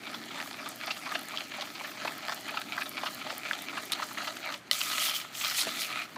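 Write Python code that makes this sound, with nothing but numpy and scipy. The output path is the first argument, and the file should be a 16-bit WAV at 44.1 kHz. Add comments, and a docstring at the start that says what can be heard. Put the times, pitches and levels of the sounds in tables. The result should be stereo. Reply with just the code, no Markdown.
"""Whisk in a plastic bowl

Close by, just right of centre, a wire whisk beats thick batter in a plastic bowl on a stone counter,
then scrapes flour off the wall in three long strokes. Stick-slip drag shakes the wall's resonances;
landing wires knock and tick on it, and bursts high in the treble are air pockets tearing in the batter.
The bowl hums as it rocks. A quiet kitchen with a short room echo and a mains hum lies underneath."""
import sys
import numpy as np
from scipy import signal
from scipy.fft import rfft, irfft, next_fast_len
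from scipy.io import wavfile
from scipy.ndimage import uniform_filter1d

SR = 44100
rng = np.random.default_rng(int(sys.argv[2]) if len(sys.argv) > 2 else 0)


def undo_db(level):
    """Turn decibels back into plain size, where 20 dB means ten times bigger."""
    steps = np.asarray(level, float) / 20
    return 10 ** steps


def bounce(signal):
    """Save signal as a 16-bit WAV file at the path given by the first command-line argument."""
    frames = np.transpose(np.atleast_2d(signal))
    limited = np.clip(frames, -1, 1)
    pcm = np.round(limited * 32767).astype(np.int16)
    wavfile.write(sys.argv[1], SR, pcm)


N = 272097  # samples

# Levels in the tables and settings of the bowl are those ahead of its small level corrections.
# bowl wall resonances: (frequency [Hz], width [Hz], level while beating [dB], level while scraping [dB])
WALL = [(607, 64, -1, -4.5), (760, 130, -3, -7.5), (946, 275, -8, -12.5), (1280, 96, 0, 3),
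        (1750, 260, -7, -10.5), (1990, 190, -2.5, 1.5), (2333, 254, 1.5, 2), (3095, 730, -5, -3),
        (3600, 340, -2.5, -1), (4080, 430, -2, -2), (4670, 740, -3.5, -7), (6130, 760, -8.5, -13),
        (7200, 950, -13.5, -15)]
# turns of the wrist: (loops meet the wall [s], loops leave it [s], swish on meeting [dB], drag [dB])
TURNS = [(0.062, 0.11, -36.5, -3), (0.304, 0.401, -38.5, 1.5), (0.563, 0.643, -47, -2.5),
         (0.828, 0.893, -39.5, 0), (1.055, 1.136, -41, 1), (1.303, 1.35, -41, 0), (1.535, 1.596, -39, -0.5),
         (1.751, 1.83, -43, 0.5), (2, 2.06, -45, 1.5), (2.222, 2.307, -42, 1), (2.477, 2.548, -35, 0.5),
         (2.725, 2.79, -34.5, 0.5), (2.974, 3.044, -32.5, 2), (3.207, 3.297, -37, 0), (3.45, 3.51, -36, 1),
         (3.691, 3.767, -38, 1), (3.95, 4.01, -42, 1.5), (4.178, 4.247, -40, 1), (4.437, 4.499, -38.5, 1)]
# loops rattling on the wall: (time [s], low ring level [dB], high ring level [dB],
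# frequency of the leading ring [Hz], nominal length [s])
KNOCKS = [(.14, -38, -35.5, 3370, 0.012), (.237, -49, -39, 3300, .003), (.336, -46, -51, 600, 0.012),
          (0.399, -36, -40, 1800, 0.01), (.541, -37.5, -38, 1230, 0.0044), (0.593, -43, -54, 1030, .018),
          (0.658, -33.5, -37, 1180, 0.0077), (0.812, -33, -39, 1580, 0.0021),
          (0.869, -40, -34, 4200, 0.0048), (0.875, -36, -38, 760, 0.012), (.904, -36, -27, 2820, 0.0086),
          (.911, -42, -32, 3900, .008), (0.964, -42, -39.5, 2780, .008), (1.06, -36.5, -48, 1120, 0.018),
          (1.116, -28.5, -41, 1210, 0.0068), (1.151, -33.5, -50, 683, 0.0075),
          (1.15, -29.5, -50, 1650, .009), (1.148, -34.5, -27.5, 2800, 0.0096),
          (1.333, -38, -45, 1120, .016), (1.362, -48, -35, 3500, .003), (1.373, -45, -26.5, 3270, 0.0025),
          (1.38, -43, -35, 3400, 0.0073), (1.518, -36, -42, 1710, 0.0031), (1.582, -37.5, -44, 760, 0.009),
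          (1.61, -40, -33, 3780, 0.0035), (1.619, -48, -33, 3300, .007), (1.621, -36, -48, 784, 0.006),
          (1.752, -48, -39, 4200, .005), (1.809, -36, -48, 780, 0.0063), (1.844, -34.5, -46, 1750, .0085),
          (1.854, -38, -38, 2600, .003), (1.913, -40, -44, 1500, .006), (2.049, -31, -39, 895, 0.0091),
          (2.073, -34.5, -31, 900, 0.011), (2.286, -32, -50, 1060, 0.0073),
          (2.318, -34.5, -35, 3450, 0.011), (2.487, -35.5, -37, 1710, 0.011), (2.507, -41, -38, 674, 0.006),
          (2.54, -34.5, -42, 836, 0.0056), (2.57, -26, -28, 2560, 0.0076), (2.616, -36, -35, 1590, 0.0041),
          (2.721, -42, -29, 2170, 0.0032), (2.777, -27.5, -43, 1250, 0.0075),
          (2.807, -37, -33, 1620, 0.0085), (2.819, -32, -28.5, 1750, 0.0053), (2.861, -48, -39, 3800, .004),
          (2.968, -42, -33, 2290, .003), (3.032, -29.5, -37, 1010, 0.0064),
          (3.057, -32.5, -32.5, 2800, 0.016), (3.262, -34, -46, 860, 0.0055),
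          (3.296, -33.5, -35, 2980, .01), (3.324, -37.5, -44, 696, 0.006),
          (3.509, -21.5, -37, 1530, 0.0044), (3.531, -36, -31.5, 3300, 0.0069),
          (3.685, -40, -41, 1660, .0025), (3.728, -36, -48, 1230, 0.0096), (3.77, -31, -35, 2690, 0.014),
          (3.92, -39, -27.5, 3650, 0.0066), (3.927, -37.5, -28, 4090, 0.0075),
          (3.933, -45, -27.5, 4100, .003), (3.997, -30.5, -44, 920, 0.0044),
          (4.019, -30.5, -37.5, 4200, 0.016), (4.108, -38, -44, 1300, .01), (4.17, -39, -33.5, 1900, .02),
          (4.202, -38, -49, 1290, 0.012), (4.249, -41.5, -35, 2000, .0046),
          (4.272, -31.5, -33, 2880, 0.013), (4.367, -50, -37, 3020, .004),
          (4.486, -36.5, -43, 1480, 0.0082), (4.5, -33.5, -40, 1320, 0.0078),
          (4.537, -43, -33, 2820, 0.0076), (4.731, -45, -23, 3950, 0.0028), (4.744, -45, -30, 3520, .002),
          (4.805, -37.5, -29.5, 4560, .0064), (4.813, -33, -25.5, 2920, 0.0042),
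          (4.913, -31, -31, 3600, 0.0052), (4.93, -42, -33.5, 2860, 0.012), (5.014, -37, -34, 2800, .016),
          (5.045, -42, -36, 3600, .02), (5.081, -35, -33, 3090, .009), (5.093, -38, -28.5, 3170, 0.0076),
          (5.111, -36, -34, 3050, .007), (5.139, -37, -31, 3060, 0.0038), (5.16, -44, -31, 2980, 0.0074),
          (5.211, -47, -37, 3200, 0.0094), (5.244, -38.5, -46, 1280, .007), (5.35, -48, -35.5, 3370, .0039),
          (5.411, -38, -29.5, 2750, 0.0062), (5.445, -36, -27, 3480, 0.0053), (5.47, -40, -32, 2400, .003),
          (5.509, -37, -40, 2920, .012), (5.58, -40, -32, 2480, 0.016), (5.613, -42, -26, 3950, 0.0041),
          (5.631, -39, -36, 4400, .0083), (5.671, -35, -42, 624, 0.0073), (5.672, -42, -38, 270, .008),
          (5.779, -56, -39, 3500, 0.029), (5.84, -48, -36, 2630, 0.019), (5.9, -36.5, -38, 1210, 0.011),
          (5.925, -42, -33, 2500, .0036), (5.96, -37, -38, 2460, 0.018), (5.989, -46, -31.5, 2440, .0044),
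          (6.162, -34, -46, 1000, 0.0034), (6.163, -38, -50, 400, .005)]
# single wires striking bare wall ahead of a rattle: (time before a fixed lag [s], peak [dB], ring [Hz])
TICKS = [(0.143, -26, 3410), (0.401, -24, 1810), (0.529, -27, 3140), (0.543, -30, 1880), (0.659, -23, 1160),
         (0.811, -26, 2290), (1.118, -23, 1210), (1.373, -21, 3510), (1.518, -26, 2310), (1.609, -21, 3940),
         (1.617, -24, 2900), (1.854, -24, 1310), (2.049, -21, 649), (2.074, -20, 1670), (2.321, -19, 1260),
         (2.615, -25, 1530), (2.721, -22, 2250), (2.78, -20, 1340), (2.812, -22, 1740), (2.97, -22, 2310),
         (3.034, -21, 982), (3.531, -20, 2970), (3.685, -24, 2300), (3.919, -14, 3580), (4.022, -24, 1210),
         (4.246, -23, 1810), (4.271, -22, 1280), (4.368, -27.5, 1390), (4.523, -22, 2900),
         (4.814, -16.5, 2920), (4.918, -19, 3620), (5.11, -22, 3070), (5.139, -23, 3040),
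         (5.413, -20, 2780), (5.447, -18, 3430), (5.456, -22, 1840), (5.469, -20, 3250), (5.612, -11, 4010),
         (5.622, -22, 4640), (5.632, -22, 1360), (5.669, -19, 595), (6.16, -27, 1300)]
# air pockets snapping in the batter and wires ticking together:
# (time before a fixed lag [s], peak [dB], centre frequency [Hz])
SNAPS = [(0.1146, -35, 9030), (0.256, -37, 8500), (0.6883, -20.5, 9600), (0.71, -35, 13500),
         (0.7582, -29, 13400), (0.8609, -30, 12700), (0.9448, -34, 11100), (1.1214, -32, 12200),
         (1.1915, -27, 10100), (1.2106, -30, 13700), (1.2311, -30, 12200), (1.254, -31, 14100),
         (1.285, -27, 8300), (1.5693, -35, 10400), (2.0527, -31, 10200), (2.1201, -31, 8740),
         (2.1784, -27, 14500), (2.2533, -35, 10700), (2.3446, -24, 13600), (2.4084, -29, 9800),
         (2.4823, -31, 9200), (2.5067, -31, 13000), (2.5975, -32, 15400), (2.6145, -31, 8500),
         (2.8335, -29, 13700), (2.8619, -37, 11500), (2.8923, -21, 12800), (3.1083, -31, 8680),
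         (3.1462, -23, 15000), (3.3797, -19.5, 14300), (3.5793, -34, 10000), (3.6202, -22, 11300),
         (3.8222, -32, 9920), (3.8541, -25, 14700), (3.9196, -15, 10000), (3.9205, -21, 8500),
         (3.9235, -29, 11000), (3.9265, -24, 8000), (3.9295, -29, 10500), (3.9325, -26, 9000),
         (4.0672, -31, 10000), (4.1305, -29, 12600), (4.321, -34, 11000), (4.356, -32, 14300),
         (4.37, -30, 7200), (4.4568, -34, 13900), (4.577, -39, 8000), (4.7117, -14, 9050),
         (4.7315, -24, 9590), (5.138, -31, 9620), (5.3086, -43, 13500), (5.327, -40, 12800),
         (5.3395, -37, 13100), (5.601, -27, 9000), (5.6225, -25, 8000), (6.1033, -43, 11000),
         (6.1352, -43, 12500), (6.1447, -45, 12500), (6.1496, -44, 12700), (6.161, -45, 9000)]
# fine hiss of the drag: (frequency [Hz], relative density [dB per Hz])
DRAG_HISS = [(2940, -33), (5000, 1.5), (5400, 8), (7130, -1), (12700, -8.5), (15200, 0.5), (16000, -12)]
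# one list per scraping stroke: (time [s], wire grit [dB], dryness as hiss over grit [dB],
# pitch the wires favour [Hz], their singing over grit [dB])
SCRAPES = [
    [(4.715, -40, 0, 3900, -16), (4.8, -41.5, 2.5, 3000, -12), (4.91, -38, -1, 3600, -9),
     (4.98, -39, 1, 2770, -12), (5.04, -36, 4, 3600, -3.5), (5.085, -37.5, 2, 3150, 1),
     (5.115, -42.5, -0.5, 3150, -1), (5.165, -40.5, 4, 3130, 2), (5.255, -54, -3.5, 3250, -2)],
    [(5.31, -58, -5, 3000, -12), (5.35, -48, 2, 3200, -14), (5.45, -36, -1, 3000, -14),
     (5.54, -40.5, 0.5, 2900, -10), (5.6, -35, 4, 3950, -1), (5.66, -42, -3, 3600, -14)],
    [(5.71, -40.5, -3, 3600, -12), (5.745, -42.5, -4, 3500, -10), (5.81, -39, 2, 3500, -8),
     (5.855, -42, 0, 2700, -10), (5.89, -43, -7.5, 2700, -10), (5.97, -42.5, -9.5, 2450, -6),
     (6, -41, -9, 2450, -3), (6.045, -45, -10.5, 2450, -2), (6.075, -63.5, -1, 2450, -8)],
]
# the hard tap that starts the scraping: (frequency [Hz], starting level [dB], time to fall 60 dB [s])
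TAP_RINGS = [(595, -38, .05), (1230, -31, .03), (2000, -22, 0.026), (2500, -27, .008), (3000, -14, 0.013),
             (4200, -8.5, 0.006), (5580, -18, 0.0063), (9500, -32, .006)]
# bowl rocking on the counter: (time [s], bump over the steady level [dB])
BUMPS = [(1.13, 5.5), (2.06, 4.9), (3.71, 3.5), (4.9, 10), (5.67, 13), (5.91, 9.3), (6.165, 12)]
# kitchen air: (frequency [Hz], relative density [dB per Hz])
KITCHEN = [(18, -55), (30, -35.5), (140, -2.5), (379, -4), (479, -11.5), (591, -4), (639, -8), (808, -2),
           (996, -14), (1290, -6), (1870, -9.5), (2240, -10), (15500, -36)]
# left-right likeness of the kitchen air: (frequency [Hz], correlation [0 to 1])
LIKENESS = [(60, 0.47), (180, 0.81), (550, 0.35), (1650, 0.83), (4970, 0.32), (15000, 1)]

# drag round each turn: (mean, swing, place of the peak [turns after the loops leave the wall])
RING_DB, GRIT_DB, HISS_DB = (-48.5, 3.5, 0.0), (-47.5, 2.5, -0.1), (-54.5, 2, 0.2)
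CENTRE_HZ = (2920, 270, 0.19)
BEAT_START_S, BEAT_STOP_S, BEAT_STOP_DB_PER_S = 0.025, 4.55, 250
SETTLE_DB = 15  # drop after the beating: the batter settles faintly
SCRAPE_RING_DB, RING_PER_DRY, SING_WIDTH_HZ = -6.5, -0.68, 170  # ring over grit; dB per dB of dryness

SPLIT_HZ = 1900  # between low and high wall rings
USUAL_LOW_HZ, USUAL_HIGH_HZ = 1286, 2490  # where the other ring of a knock sits
KNOCK_TOP_HZ = 5850  # the batter-coated wall gives little above this
SWISH_LOW_DB, SWISH_LOW_HZ, SWISH_HIGH_HZ, SWISH_S = -3, 1380, 2270, 0.015  # low ring against the high
STRAY_KNOCK_DB, STRAY_KNOCK_SPREAD_DB, STRAY_SNAP_DB, STRAY_SNAP_SPREAD_DB = -47, 3.5, -44, 3
TICK_LAG_S, TICK_DB, SNAP_LAG_S = 0.001105, -1, 0.0012
TICK_CYCLES, TICK_BROAD = 6.4, 0.53  # ring length [cycles]; share of broad splash
TAP_S = 4.7127

RUMBLE_HZ, RUMBLE_WIDTH_HZ = 262.7, 89
ROCK_BEAT_DB, ROCK_SCRAPE_DB, ROCK_WANDER_DB = -54.5, -63, 1.4
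BUMP_RISE_DB_PER_S, BUMP_FALL_DB_PER_S = 200, 33
PAN_LOW_HZ, PAN_HIGH_HZ, PAN_SHARE, BOWL_DB = 380, 7500, 0.065, 1.17  # more middle range on the right

ROOM_T60_S, ROOM_DB, ROOM_CUT_HZ = 0.12, -18.5, 12000  # decay time before the dulling
ROOM_LOW_HZ, ROOM_HIGH_HZ = 2420, 13000
KITCHEN_DB, HUM_HZ, HUM_DB = -52.5, 119.6, -70
MIC_HISS_DB, MIC_LOW_HZ, MIC_TOP_HZ = -79, 60, 15950


def rms_one(x):
    """Scale to rms 1."""
    return x / np.sqrt(np.mean(x ** 2) + 1e-20)


def at_hz(points, hz):
    """Read a spectrum on a log-frequency axis."""
    points = np.array(points)
    return np.interp(np.log(hz), np.log(points[:, 0]), points[:, 1])


def drift(rate_hz):
    """Slow chance wandering of rms 1: twice-smoothed noise, drawn at every 40th sample."""
    pole = np.exp(-80 * np.pi * rate_hz / SR)
    noise = rng.standard_normal(N // 40 + 2002)
    slow = signal.lfilter([1], [1, -2 * pole, pole * pole], noise)[2000:]  # skip the filter's start
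    return np.interp(np.arange(N) / 40, np.arange(len(slow)), rms_one(slow))


def resonance(x, hz, width_hz):
    """Two-pole resonance with gain 1 on top."""
    r = np.exp(-np.pi * width_hz / SR)
    poles = [1, -2 * r * np.cos(2 * np.pi * hz / SR), r * r]
    return signal.lfilter([(1 - r * r) / 2, 0, (r * r - 1) / 2], poles, x)


def band(x, low_hz, high_hz, order=2):
    """Butterworth band-pass."""
    edges = [low_hz, min(high_hz, .45 * SR)]
    return signal.sosfilt(signal.butter(order, edges, "band", fs=SR, output="sos"), x)


def low_pass(x, cut_hz, order):
    """Butterworth low-pass."""
    return signal.sosfilt(signal.butter(order, cut_hz, fs=SR, output="sos"), x)


def coloured(whites, spectrum):
    """Half-octave noise bank at rms 1; each band takes the input picked by whites(k, Hz)."""
    octaves = np.log2(spectrum[-1][0] / spectrum[0][0])
    edges = spectrum[0][0] * 2 ** np.arange(0, octaves + .5, .5)
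    total = 0
    for k, (low, high) in enumerate(zip(edges, edges[1:])):
        if low < .4 * SR:
            middle = np.sqrt(low * high)
            total = total + undo_db(at_hz(spectrum, middle)) * band(whites(k, middle), low, high)
    return rms_one(total)


def slips(per_s, size_db, clump_db):
    """Stick-slip clicks of uneven size and either sign that come in clumps."""
    sizes = undo_db(size_db * np.minimum(rng.exponential(1, N), 5)) * rng.choice([-1, 1], N)
    return sizes * (rng.random(N) < per_s / SR) * undo_db(clump_db * drift(28))


def drag(controls, wall_db, per_s, size_db, wander_db, focus_db, catch_db):
    """One stream of slips shakes the wall; upper modes near the grit centre speak loudest."""
    ring_db, grit_db, hiss_db, centre_hz = controls
    fine_slips = slips(per_s, size_db, clump_db=1.17)
    lone_catches = slips(150., size_db=3., clump_db=2.0)
    force = fine_slips + undo_db(catch_db) * lone_catches
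    ring, grit = 0, 0
    for k, ((hz, width_hz, *_), db) in enumerate(zip(WALL, wall_db)):
        # every mode flickers as the contact wanders
        flicker_db = wander_db * (0.77 * drift(18.0) + .55 * drift(4.))
        mode = (-1) ** k * undo_db(db + flicker_db) * resonance(force, hz, width_hz)
        if hz < SPLIT_HZ:
            ring = ring + mode
        else:
            octaves_off = np.minimum(abs(np.log2(hz / centre_hz)), 1)
            grit = grit + undo_db(-focus_db * octaves_off) * mode
    fine = [slips(2 * per_s, size_db, clump_db=1.7) for _ in range(2)]
    hiss = coloured(lambda k, hz: undo_db(1.5 * drift(7.1)) * fine[k % 2], DRAG_HISS)
    ring = undo_db(ring_db) * rms_one(band(ring, 546, 2540, order=3))
    grit = undo_db(grit_db) * rms_one(band(grit, 1300, 10500))
    return ring + grit + undo_db(hiss_db) * hiss


def beat_controls():
    """Drag rises and falls once per turn; each layer peaks at its own point of the circle."""
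    t = np.arange(N) / SR
    _, leave_s, _, drag_db = np.transpose(TURNS)
    # one further turn at either end
    marks_s = np.r_[2 * leave_s[0] - leave_s[1], leave_s, 2 * leave_s[-1] - leave_s[-2]]
    turn = np.interp(t, marks_s, np.arange(len(TURNS) + 2))
    start_db = -6 * np.exp(-t / BEAT_START_S)
    stop_db = -np.minimum(BEAT_STOP_DB_PER_S * np.maximum(t - BEAT_STOP_S, 0), SETTLE_DB)
    effort_db = np.interp(t, leave_s, drag_db) + start_db + stop_db
    ring, grit, hiss, centre_hz = [mean + swing * np.cos(2 * np.pi * (turn - peak))
                                   for mean, swing, peak in (RING_DB, GRIT_DB, HISS_DB, CENTRE_HZ)]
    return ring + effort_db, grit + effort_db, hiss + effort_db, centre_hz


def beating():
    """Loops drag round the batter-wet wall, slipping thousands of times a second."""
    return drag(beat_controls(), np.array(WALL)[:, 2], per_s=3500., size_db=4.0,
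                wander_db=2.4, focus_db=8., catch_db=11.5)


def all_knocks(strays=45):
    """Listed knocks, one swish per turn and weak strays at random moments of the beating."""
    rows = []  # (time [s], low level [dB], low ring [Hz], high level [dB], high ring [Hz], length [s])
    for s, low_db, high_db, hz, length_s in KNOCKS:
        low_hz = hz if hz < SPLIT_HZ else USUAL_LOW_HZ
        high_hz = hz if hz >= SPLIT_HZ else USUAL_HIGH_HZ
        rows.append((s, low_db, low_hz, high_db, high_hz, length_s))
    for s, _, db, _ in TURNS:
        rows.append((s, db + SWISH_LOW_DB, SWISH_LOW_HZ, db, SWISH_HIGH_HZ, SWISH_S))
    for u, g in zip(rng.random((strays, 4)), rng.standard_normal((strays, 2))):
        low_db, high_db = STRAY_KNOCK_DB + STRAY_KNOCK_SPREAD_DB * g
        rows.append((u[0] * BEAT_STOP_S, low_db, 850 * 2.15 ** u[1],
                     high_db, 2000 * 2.34 ** u[2], 0.0023 * 2.9 ** u[3]))
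    return rows


def knocks(size=2048):
    """Wires land within milliseconds, cushioned by batter: a rough push rings two wall regions."""
    out, t = np.zeros(N + size), np.arange(size) / SR
    rows = all_knocks()
    landings = rms_one(uniform_filter1d(rng.standard_normal((len(rows), size)), size=30))  # single wires
    rough = rng.standard_normal((len(rows), size)) * undo_db(3.5 * landings)
    for (s, low_db, low_hz, high_db, high_hz, length_s), noise in zip(rows, rough):
        step = t / (0.42 * np.clip(length_s, .002, .03))
        push = noise * (step * np.exp(1 - step)) ** 1.12
        i = round(s * SR)
        for db, hz, sharp, broad, edge in ((low_db, low_hz, .11, .4, 1.6),
                                           (high_db, high_hz, .1, .35, 1.7)):
            ring = resonance(resonance(push, hz, sharp * hz), hz, 0.52 * hz)
            ring = ring + broad * band(push, hz / edge, hz * edge, order=3)
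            rms_over_length = np.sqrt(np.sum(ring ** 2) / (length_s * SR))
            out[i:i + size] += undo_db(db - 3.0) * ring / rms_over_length
    return low_pass(out[:N], KNOCK_TOP_HZ, order=4)


def ticks(size=1024):
    """A hard click sets one wall ring going and splashes briefly over the rest."""
    out, t = np.zeros(N + size), np.arange(size) / SR
    for (s, peak_db, hz), noise in zip(TICKS, rng.standard_normal((len(TICKS), size))):
        click = np.eye(1, size)[0] + .1 * noise * np.exp(-t / 0.0014)
        ring = resonance(click, hz, 2.2 * hz / TICK_CYCLES)
        splash = band(click, 980, 5600)
        hit = ring / np.abs(ring).max() + TICK_BROAD * splash / np.abs(splash).max()
        i = round((s + TICK_LAG_S) * SR)
        out[i:i + size] += undo_db(peak_db + TICK_DB) * hit / np.abs(hit).max()
    return low_pass(out[:N], KNOCK_TOP_HZ, order=3)


def all_snaps(strays=130):
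    """Listed snaps and weak strays at random moments of the beating."""
    weak = [(u[0] * BEAT_STOP_S, STRAY_SNAP_DB + STRAY_SNAP_SPREAD_DB * g, 6500 * 2.6 ** u[1])
            for u, g in zip(rng.random((strays, 2)), rng.standard_normal(strays))]
    return SNAPS + weak


def snaps(size=512):
    """A click and a short ragged after-spray ring high in the treble; a little reaches the wall."""
    out, t = np.zeros(N + size), np.arange(size) / SR
    rows = all_snaps()
    for (s, peak_db, hz), noise in zip(rows, rng.standard_normal((len(rows), size))):
        burst = np.eye(1, size)[0] + 0.092 * noise * np.exp(-t / 0.0015)
        treble = band(burst, 0.63 * hz, 1.56 * hz) + 1.9 * resonance(burst, hz, 0.15 * hz)
        pop = treble + 0.25 * band(burst, 2700, 5500)
        i = round((s + SNAP_LAG_S) * SR)
        out[i:i + size] += undo_db(peak_db + 0.1) * pop / np.abs(pop).max()
    return out[:N]


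def scrape_controls():
    """The drier the wall, the more it hisses and the less it rings against the grit."""
    s, grit_db, dry_db, centre_hz, _ = np.transpose(sum(SCRAPES, []))
    t = np.arange(N) / SR
    grit_db = np.interp(t, s, grit_db, left=-120)  # silent before the first stroke
    dry_db = np.interp(t, s, dry_db)
    ring_db = grit_db + SCRAPE_RING_DB + RING_PER_DRY * dry_db
    return ring_db, grit_db, grit_db + dry_db, np.interp(t, s, centre_hz)


def scraping():
    """Loops pulled along the floury wall stick and slip in three strokes."""
    return drag(scrape_controls(), np.array(WALL)[:, 3], per_s=3000.0, size_db=3.6,
                wander_db=1.9, focus_db=6.5, catch_db=10.)


def singing(count=16):
    """Chattering wires sing at a narrow pitch that moves with the stretch of wall under the loops."""
    s, grit_db, _, centre_hz, sing_db = np.transpose(sum(SCRAPES, []))
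    t = np.arange(N) / SR
    level_db = np.interp(t, s, grit_db + sing_db, left=-120)
    centre_hz = np.interp(t, s, centre_hz)
    chatter = slips(1500., size_db=3., clump_db=3.) * undo_db(3. * drift(45.))
    song = 0
    for hz in np.geomspace(2250, 4500, count):  # fixed resonances fade in as the pitch passes them
        nearness = np.exp(-(np.log2(hz / centre_hz) / 0.055) ** 2)
        song = song + nearness * rms_one(resonance(chatter, hz, SING_WIDTH_HZ))
    return undo_db(level_db) * rms_one(song)


def tap():
    """One sharp contact on bare wall and wire; neighbouring modes start in opposite directions."""
    t = np.maximum(np.arange(N) / SR - TAP_S, 0)
    rings = 0
    for k, (hz, db, t60_s) in enumerate(TAP_RINGS):
        rings = rings + (-1) ** k * undo_db(db - 60 * t / t60_s) * np.sin(2 * np.pi * hz * t)
    return band(rings, 450, 14000)


def rumble():
    """The whole bowl hums in its lowest mode and swells at each bump."""
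    t = np.arange(N) / SR
    swells = [db - np.where(t < s, BUMP_RISE_DB_PER_S * (s - t), BUMP_FALL_DB_PER_S * (t - s))
              for s, db in BUMPS]
    bump_db = np.maximum(np.max(swells, axis=0), 0)
    steady_db = np.where(t < BEAT_STOP_S, ROCK_BEAT_DB, ROCK_SCRAPE_DB)
    level_db = steady_db + bump_db + ROCK_WANDER_DB * drift(3.3)
    hum = resonance(rng.standard_normal(N), RUMBLE_HZ, RUMBLE_WIDTH_HZ)
    return undo_db(uniform_filter1d(level_db, size=800)) * rms_one(band(hum, 146, 460))


def room(x, count=8):
    """Parallel feedback delays, other ones for each channel, duller on every round."""
    size = next_fast_len(N + SR)
    hz = np.fft.rfftfreq(size, 1 / SR)
    dull = 1 / (1 + 1j * hz / ROOM_CUT_HZ)
    spectrum = rfft(x, size)
    out = []
    for lags_s in rng.uniform(.0012, .022, (2, count)):
        response = 0
        for k, lag_s in enumerate(lags_s):
            loop = undo_db(-60 * lag_s / ROOM_T60_S) * dull * np.exp(-2j * np.pi * hz * lag_s)
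            response = response + (-1) ** k * loop / (1 - loop)
        out.append(irfft(spectrum * response, size)[:N])
    echoes = np.array(out)
    # hard nearby surfaces return mostly the upper middle
    return band(echoes, ROOM_LOW_HZ, ROOM_HIGH_HZ) + 0.43 * echoes


def kitchen_air():
    """Steady household noise, partly unlike in the two channels, with a mains hum."""
    white = rng.standard_normal((2, 2, N))

    def pair(k, hz):
        """Noise shared by both channels plus noise of opposite sign in them."""
        alike = np.clip(at_hz(LIKENESS, hz), 0, 1)
        shared, opposed = white[k % 2]
        return np.sqrt(1 + alike) * shared + np.sqrt(1 - alike) * opposed * np.array([[1], [-1]])

    hum = np.sqrt(2) * undo_db(HUM_DB) * np.sin(2 * np.pi * HUM_HZ * np.arange(N) / SR)
    return undo_db(KITCHEN_DB) * coloured(pair, KITCHEN) + hum


def scene():
    """The bowl sits just right of centre, close to the microphone, in a quiet kitchen."""
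    bowl = beating() + knocks() + ticks() + snaps() + scraping() + singing() + tap() + rumble()
    side = PAN_SHARE * band(bowl, PAN_LOW_HZ, PAN_HIGH_HZ, order=1)
    near = undo_db(BOWL_DB) * (bowl + side * np.array([[-1], [1]]))
    return near + undo_db(ROOM_DB) * room(bowl) + kitchen_air()


def top_cut(x):
    """Nothing passes above the cut-off."""
    return signal.sosfilt(signal.butter(12, 16980, fs=SR, output="sos"), x)


def record(dry):
    """The microphone hisses faintly and drops the deep bass; the top is cut steeply."""
    hissy = dry + undo_db(MIC_HISS_DB) * rng.standard_normal(dry.shape)
    wet = signal.sosfilt(signal.butter(2, MIC_LOW_HZ, "high", fs=SR, output="sos"), hissy)
    mix = signal.sosfilt(signal.cheby2(12, 45, MIC_TOP_HZ, fs=SR, output="sos"), wet)
    return top_cut(mix)


dry = scene()
out = record(dry)
bounce(out)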